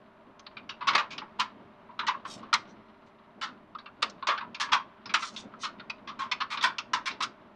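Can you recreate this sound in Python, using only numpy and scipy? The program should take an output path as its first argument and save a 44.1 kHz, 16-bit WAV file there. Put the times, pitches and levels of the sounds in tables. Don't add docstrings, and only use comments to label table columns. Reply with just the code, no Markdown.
import sys
import numpy as np
from scipy import signal
from scipy.fft import rfft, irfft, next_fast_len
from scipy.io import wavfile
from scipy.ndimage import map_coordinates

SR = 44100
rng = np.random.default_rng(int(sys.argv[2]) if len(sys.argv) > 2 else 0)


def to_wav(sig):
    pcm = np.clip(np.atleast_2d(sig), -1, 1) * 32767
    pcm = np.round(pcm).astype(np.int16)
    wavfile.write(sys.argv[1], SR, pcm.T)


N = 332955
TIME = np.arange(N) / SR

# frequency_hz, relative_db
FOIL_COLOUR = [(100, -41), (300, -18.5), (500, -17), (740, -10), (920, 7), (1100, 13), (1450, 7),
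               (1900, 1.5), (3700, 0.5), (5600, -9.5), (7400, -19.5), (9800, -28.5), (12000, -36.5),
               (15000, -43.5)]


def from_db(db):
    return 10 ** (np.asarray(db) / 20)


def rms_one(x):
    return x / np.sqrt(np.mean(x ** 2) + 1e-20)


def energy_one(x):
    return x / np.sqrt(np.sum(x ** 2) + 1e-20)


def at_hz(points, hz):
    knots, levels = np.transpose(points)
    return np.interp(np.log(hz), np.log(knots), levels)


def coloured(x, db_at):
    size = 2 * next_fast_len(len(x) // 2 + 2048)
    hz = np.maximum(np.arange(size // 2 + 1) * SR / size, 1)
    cepstrum = irfft(np.log(from_db(db_at(hz))))
    cepstrum[1:size // 2] *= 2
    cepstrum[size // 2 + 1:] = 0
    return irfft(rfft(x, size) * np.exp(rfft(cepstrum)))[:len(x)]


def noise(colour):
    return rms_one(coloured(rng.standard_normal(N), lambda hz: at_hz(colour, hz)))


def drift(turns_per_s):
    return np.interp(TIME * turns_per_s, np.arange(4096), rng.standard_normal(4096))


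def fade(t, ring_s):
    return np.exp(-np.log(1000) * t / max(ring_s, 1e-3))


def keep_band(x, hz, kind):
    return signal.sosfilt(signal.butter(2, hz, kind, fs=SR, output="sos"), x)


def effort():
    # time_s, gain_db
    hand_work = [(0, -5), (1.1, 2.5), (1.85, -2), (2.4, 4.5), (3.2, -5.5), (3.8, -2), (4.45, 0),
                 (5.0, -5.5), (5.4, 3), (7.1, 0.5), (7.55, -1.5)]
    return from_db(np.interp(TIME, *np.transpose(hand_work)))


def hand_rumble(base_db=-59, lumpy_db=3.0):
    # middle_s, level_db, length_s
    swells = [(0.292, -54, 0.029), (0.64, -54.5, .1), (0.94, -44.5, 0.042), (1.256, -57, 0.37),
              (1.602, -51, 0.067), (2.017, -52, 0.06), (2.17, -53, 0.051), (2.397, -49.5, 0.071),
              (2.58, -55.5, 0.27), (3.39, -52.5, 0.027), (3.51, -53.5, 0.13), (4.091, -56.5, 0.25),
              (4.488, -50, 0.07), (4.748, -56, 0.3), (5.115, -50, 0.09), (5.466, -49.5, 0.088),
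              (6.082, -59, 0.2), (6.683, -54.5, 0.092), (6.924, -52, 0.17), (7.136, -44, 0.036),
              (7.25, -52, 0.11)]
    # frequency_hz, relative_db
    rumble_colour = [(20, -31), (40, -28.5), (62, -19), (110, -5), (160, -5.5), (210, 4), (300, -2),
                     (480, -10), (700, -9), (1500, -33), (8000, -70)]
    swell_power = sum(from_db(db) ** 2 * np.exp(-np.minimum((2 * (TIME - middle_s) / length_s) ** 2, 20))
                      for middle_s, db, length_s in swells)
    level = np.sqrt((from_db(base_db) * effort()) ** 2 + swell_power)
    return noise(rumble_colour) * level * from_db(lumpy_db * drift(30))


def air_and_rustle(air_db=-61.5, rustle_db=-60, lumpy_db=1):
    # frequency_hz, relative_db
    air_colour = [(200, -2.5), (500, -4.5), (620, 9.5), (760, -0.5), (950, 6.5), (1500, -2), (2200, -8.5),
                  (3500, -16.5), (5000, -27), (6500, -34.5), (9000, -56), (15000, -68.5)]
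    rustle = effort() * from_db(rustle_db + lumpy_db * drift(17))
    return noise(air_colour) * np.hypot(from_db(air_db), rustle)


def fan_hum(waver_radians=0.94):
    # pitch_hz, level_db
    tones = [(220.7, -69.5), (393, -68.5), (603, -72)]
    return sum(from_db(db) * np.sqrt(2) * np.sin(2 * np.pi * hz * TIME + waver_radians * drift(25))
               for hz, db in tones)


def sheet_ring(t, ring_s, low_hz=1800, top_hz=7500, spread_s=0.00031):
    # edge_hz, kind, multiple of ring_s
    bands = [(low_hz, "low", 1.376), ([low_hz, top_hz], "band", 0.76), (top_hz, "high", 0.25)]
    ring = sum(keep_band(rng.standard_normal(len(t)), hz, kind) * fade(t, ring_s * life)
               for hz, kind, life in bands)
    return energy_one(ring * (1 - np.exp(-t / spread_s)))


def treble_edge(hz, edge_hz, steepness=14):
    return -10 * np.log10(1 + (hz / edge_hz) ** steepness)


def crinkle(ticks_per_s=18, base_db=-68.5, uneven_db=3.5, ring_s=0.11, edge_hz=4500, size=6000):
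    strengths = from_db(uneven_db * np.clip(rng.standard_normal(N), -2, 2))
    ticks = strengths * (rng.random(N) < ticks_per_s / SR)
    ringing = signal.fftconvolve(ticks, sheet_ring(np.arange(size) / SR, ring_s))[:N]
    ringing = coloured(ringing, lambda hz: at_hz(FOIL_COLOUR, hz) + treble_edge(hz, edge_hz))
    return from_db(base_db) * effort() * rms_one(ringing)


def buckle(run_ms, slips_per_s=2500, uneven_db=5.0, first_db=1.0, weaken_db=2.0, size=4096):
    chance, strength, sign = rng.random(size), rng.standard_normal(size), rng.choice([-1, 1], size)
    count = int(np.clip(run_ms * SR / 1000, 2, size))
    slips = chance[:count] < slips_per_s / SR
    slips[[0, -1]] = True
    slip_db = uneven_db * strength[:count] - weaken_db * np.linspace(0, 1, count)
    slip_db[0] = first_db
    return slips * sign[:count] * from_db(slip_db)


def bent(x, glide):
    t = np.arange(len(x)) / SR
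    return map_coordinates(x, [SR * np.abs(t + glide * t ** 2 / 2)], order=3)


def snaps(panel_octaves=0.12, crack=0.42, glide=0.74, gain_db=26.5, size=9000):
    # start_s, relative_db, run_ms, ring_s, pitch_hz, bright_db, edge_hz
    snap_list = [(0.394, -51.5, 2.3, 0.045, 6440, 16, 6660), (0.465, -41.5, 2.74, 0.051, 4300, 11.5, 4350),
                 (0.569, -38, 1.35, 0.11, 2430, 9, 4260), (0.692, -33.5, 4, 0.12, 2750, 15, 5400),
                 (0.808, -29.5, 19.5, 0.19, 940, -6, 4900), (0.871, -18, 13.6, 0.18, 885, 1.5, 7400),
                 (0.881, -20.5, 7.4, 0.11, 2100, 4.5, 6000), (0.932, -29.0, 3.8, 0.087, 2170, 5, 5300),
                 (0.95, -16.5, 4, 0.076, 2400, 1, 8600), (0.979, -20, 18.7, 0.13, 856, -2, 7150),
                 (1.106, -36, 26.6, 0.15, 2390, 15, 6600), (1.179, -34, 4.3, 0.087, 2930, 12.5, 5800),
                 (1.217, -37, 1.1, 0.13, 858, -20, 3500), (1.388, -29, 8.7, 0.13, 930, -9, 13000),
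                 (1.397, -20.5, 8.9, 0.13, 880, 3.5, 11700), (1.888, -43.5, 3.5, 0.21, 970, -24.5, 15000),
                 (1.991, -26, 2.75, 0.13, 3620, -6.5, 6300), (2.03, -34.5, 4.4, 0.113, 970, -20, 3500),
                 (2.067, -28, 10, 0.14, 2000, 11, 7500), (2.08, -19.5, 7.3, 0.12, 980, -1.5, 6000),
                 (2.142, -33, 5.1, 0.075, 1060, -9.5, 3500), (2.25, -33.5, 7.7, 0.13, 1130, -8, 10300),
                 (2.428, -40.5, 4.6, 0.19, 1154, -9, 6340), (2.529, -19, 2.5, 0.1, 1500, 2, 6700),
                 (2.536, -18.5, 4.5, 0.069, 2020, 12, 10900), (3.412, -26.5, 27.9, 0.17, 1400, 5.5, 8300),
                 (3.749, -35, 1.3, 0.067, 1275, -4.5, 5000), (3.785, -44, 3.0, 0.11, 4060, 5, 5400),
                 (3.859, -41, 3.4, 0.088, 2730, -4.5, 4600), (4.022, -30.5, 1, 0.18, 2890, 7.5, 10500),
                 (4.026, -21, 1.75, 0.064, 1520, 12, 10400), (4.097, -49, 2, 0.053, 5860, 30, 8400),
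                 (4.225, -31.5, 2, 0.085, 3750, -8.5, 4300), (4.27, -21, 5.7, 0.21, 1000, 5.5, 7700),
                 (4.284, -18, 9.5, 0.18, 1120, -2.5, 4800), (4.376, -31.5, 8.4, 0.066, 1610, 2.5, 4800),
                 (4.407, -33, 5, 0.13, 980, -12, 5000), (4.546, -36, 3, 0.091, 2480, 15.5, 6000),
                 (4.599, -22.5, 20.5, 0.17, 1650, 8, 11000), (4.688, -38, 3.1, 0.092, 945, -11, 5100),
                 (4.719, -18.5, 4.1, 0.11, 1106, 2.5, 7500), (4.73, -15.5, 4, 0.13, 1080, -0.5, 7660),
                 (5.057, -38.5, 2.74, 0.11, 5220, 3, 5600), (5.093, -35.5, 15.5, 0.1, 2290, 4, 5400),
                 (5.139, -17, 7.7, 0.12, 2320, 6.5, 9400), (5.223, -28.5, 8.4, 0.13, 1285, 4.5, 8100),
                 (5.363, -35, 1.9, 0.16, 3560, 20, 6550), (5.537, -43.5, 1.5, 0.046, 1320, -26, 9000),
                 (5.633, -26.5, 20.3, 0.12, 1310, 7, 8800), (5.797, -41.5, 6.9, 0.079, 1410, 12, 4300),
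                 (5.898, -31, 2.95, 0.066, 2480, 9.5, 5730), (6.073, -33.0, 21.7, 0.14, 1100, 7, 6000),
                 (6.19, -25, 33.7, 0.2, 1028, 1, 9300), (6.314, -23, 6.6, 0.098, 2340, 8, 6300),
                 (6.403, -23.5, 16.8, 0.098, 1330, 4.5, 5500), (6.503, -26.5, 36, 0.19, 2300, 1.5, 15000),
                 (6.573, -30.5, 0.96, 0.11, 2250, 8.5, 5100), (6.609, -31.5, 3.8, 0.11, 3630, 8, 6200),
                 (6.625, -29, 7.1, 0.078, 1320, 13.5, 16000), (6.637, -16, 4.5, 0.15, 1070, 3.5, 11000),
                 (6.783, -28, 2.3, 0.09, 2550, 14.5, 6400), (6.934, -19.5, 3.5, 0.14, 2250, 4, 8500),
                 (7.057, -24.5, 26, 0.11, 2230, 7.5, 11000), (7.103, -37, 14, 0.17, 870, 15, 5500),
                 (7.205, -26.0, 6.5, 0.088, 1130, 2, 8600), (7.221, -25, 19.5, 0.094, 1283, 14.5, 11100)]
    panel_tones = [(1, 1), (3.15, 0.17)]
    out, t = np.zeros(N + size), np.arange(size) / SR
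    for start_s, level_db, run_ms, ring_s, pitch_hz, bright_db, edge_hz in snap_list:
        boost_db = np.interp(level_db, [-38, -22], [11.5, 6.0])

        def colour_db(hz):
            db = at_hz(FOIL_COLOUR, hz) + at_hz([(1300, 0), (6500, bright_db)], hz)
            for multiple, share in panel_tones:
                distance = np.log2(hz / (multiple * pitch_hz)) / panel_octaves
                db += boost_db * share * np.exp(-.5 * np.minimum(distance ** 2, 20))
            return db + treble_edge(hz, edge_hz)

        struck = sum(signal.fftconvolve(sheet_ring(t, ring_s) + crack * (t == 0), buckle(run_ms))[:size]
                     for wall in ("front", "back"))
        snap = coloured(bent(struck, glide * rng.uniform(-1, 1)), colour_db)
        start = round(start_s * SR)
        out[start:start + size] += from_db(level_db + gain_db) * energy_one(snap)
    return out[:N]


def jolts(ring_s=0.3, rise_s=0.00091, gain_db=-4.0):
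    # start_s, relative_db
    thuds = [(0.877, -53), (0.949, -31.5), (2.538, -59), (4.026, -38.5), (4.284, -34.5), (6.639, -47.5)]
    # frequency_hz, relative_db
    thud_colour = [(50, -26), (130, -8.5), (350, 2.5), (650, 17.5), (1200, -19), (3000, -46.5),
                   (9000, -78.5)]
    push = sum(from_db(db) * np.clip((TIME - start_s) / rise_s, 0, 1)
               * fade(np.abs(TIME - start_s), ring_s) for start_s, db in thuds)
    return from_db(gain_db) * push * noise(thud_colour)


def slides(catches_per_s=1300, uneven_db=5.5, ring_s=0.044, grit=0.46, glide=0.66,
           swell_db=31, gain_db=-2.5, size=14000):
    # peak_s, relative_db, swell_s, release_s, edge_hz
    strokes = [(2.312, -43, 0.059, 0.095, 11300), (2.695, -61, .03, 0.054, 6570),
               (3.078, -72, 0.034, 0.035, 8000), (5.251, -41.5, .1, 0.1, 9000),
               (5.392, -49.5, 0.095, 0.068, 9000), (5.63, -43, 0.042, 0.066, 8800)]
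    # frequency_hz, relative_db
    slide_colour = [(900, -18), (2000, -7.5), (4000, 4), (6200, 5), (7500, -3.5), (9400, -7),
                    (11500, -17.5), (15000, -28.5)]
    out, t = np.zeros(N), np.arange(size) / SR
    for peak_s, level_db, swell_s, release_s, edge_hz in strokes:
        signs = rng.choice([-1, 1], size)
        strengths = from_db(uneven_db * np.clip(rng.standard_normal(size), -2, 2))
        catches = signs * strengths * (rng.random(size) < catches_per_s / SR)
        ringing = signal.fftconvolve(catches, sheet_ring(t, ring_s) + grit * (t == 0))[:size]
        ringing = bent(ringing, glide * rng.choice([-1, 1]))
        hiss = rms_one(coloured(ringing, lambda hz: at_hz(slide_colour, hz) + treble_edge(hz, edge_hz)))
        from_peak = np.maximum(1 - t / swell_s, (t - swell_s) / release_s)
        push_db = -swell_db * np.clip(from_peak, 0, 2) ** 2
        start = round((peak_s - swell_s) * SR)
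        out[start:start + size] += hiss * from_db(gain_db + level_db + push_db)
    return out


def lab_echoes(x, build_s=0.022, size=50000):
    # relative_db, ring_s, cutoff_hz
    near, far = (-21.0, 0.16, 6500), (-30.5, 3.2, 2500)
    t = np.arange(size) / SR
    tail = 0
    for db, ring_s, cutoff_hz in (near, far):
        echoes = energy_one(rng.standard_normal(size) * fade(t, ring_s) * (1 - np.exp(-t / build_s)) ** 2)
        tail = tail + from_db(db) * keep_band(echoes, cutoff_hz, "low")
    return signal.fftconvolve(x, tail)[:N]


def scene(width_db=-35.5, width_hz=7000):
    foil = snaps() + slides() + crinkle()
    middle = foil + lab_echoes(foil) + jolts() + hand_rumble() + air_and_rustle() + fan_hum()
    side = from_db(width_db) * keep_band(foil, width_hz, "high")
    return middle + side * np.array([[1], [-1]])


def record(dry, hiss_db=-91, cutoff_hz=15400):
    # frequency_hz, relative_db
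    hiss_colour = [(3000, -19.5), (6000, 3), (9000, 3), (12500, 0.5), (15000, -13.5)]
    hiss = from_db(hiss_db) * np.array([noise(hiss_colour), noise(hiss_colour)])
    return signal.sosfilt(signal.ellip(10, .1, 80, cutoff_hz, fs=SR, output="sos"), dry + hiss)


dry = scene()
out = record(dry)
to_wav(out)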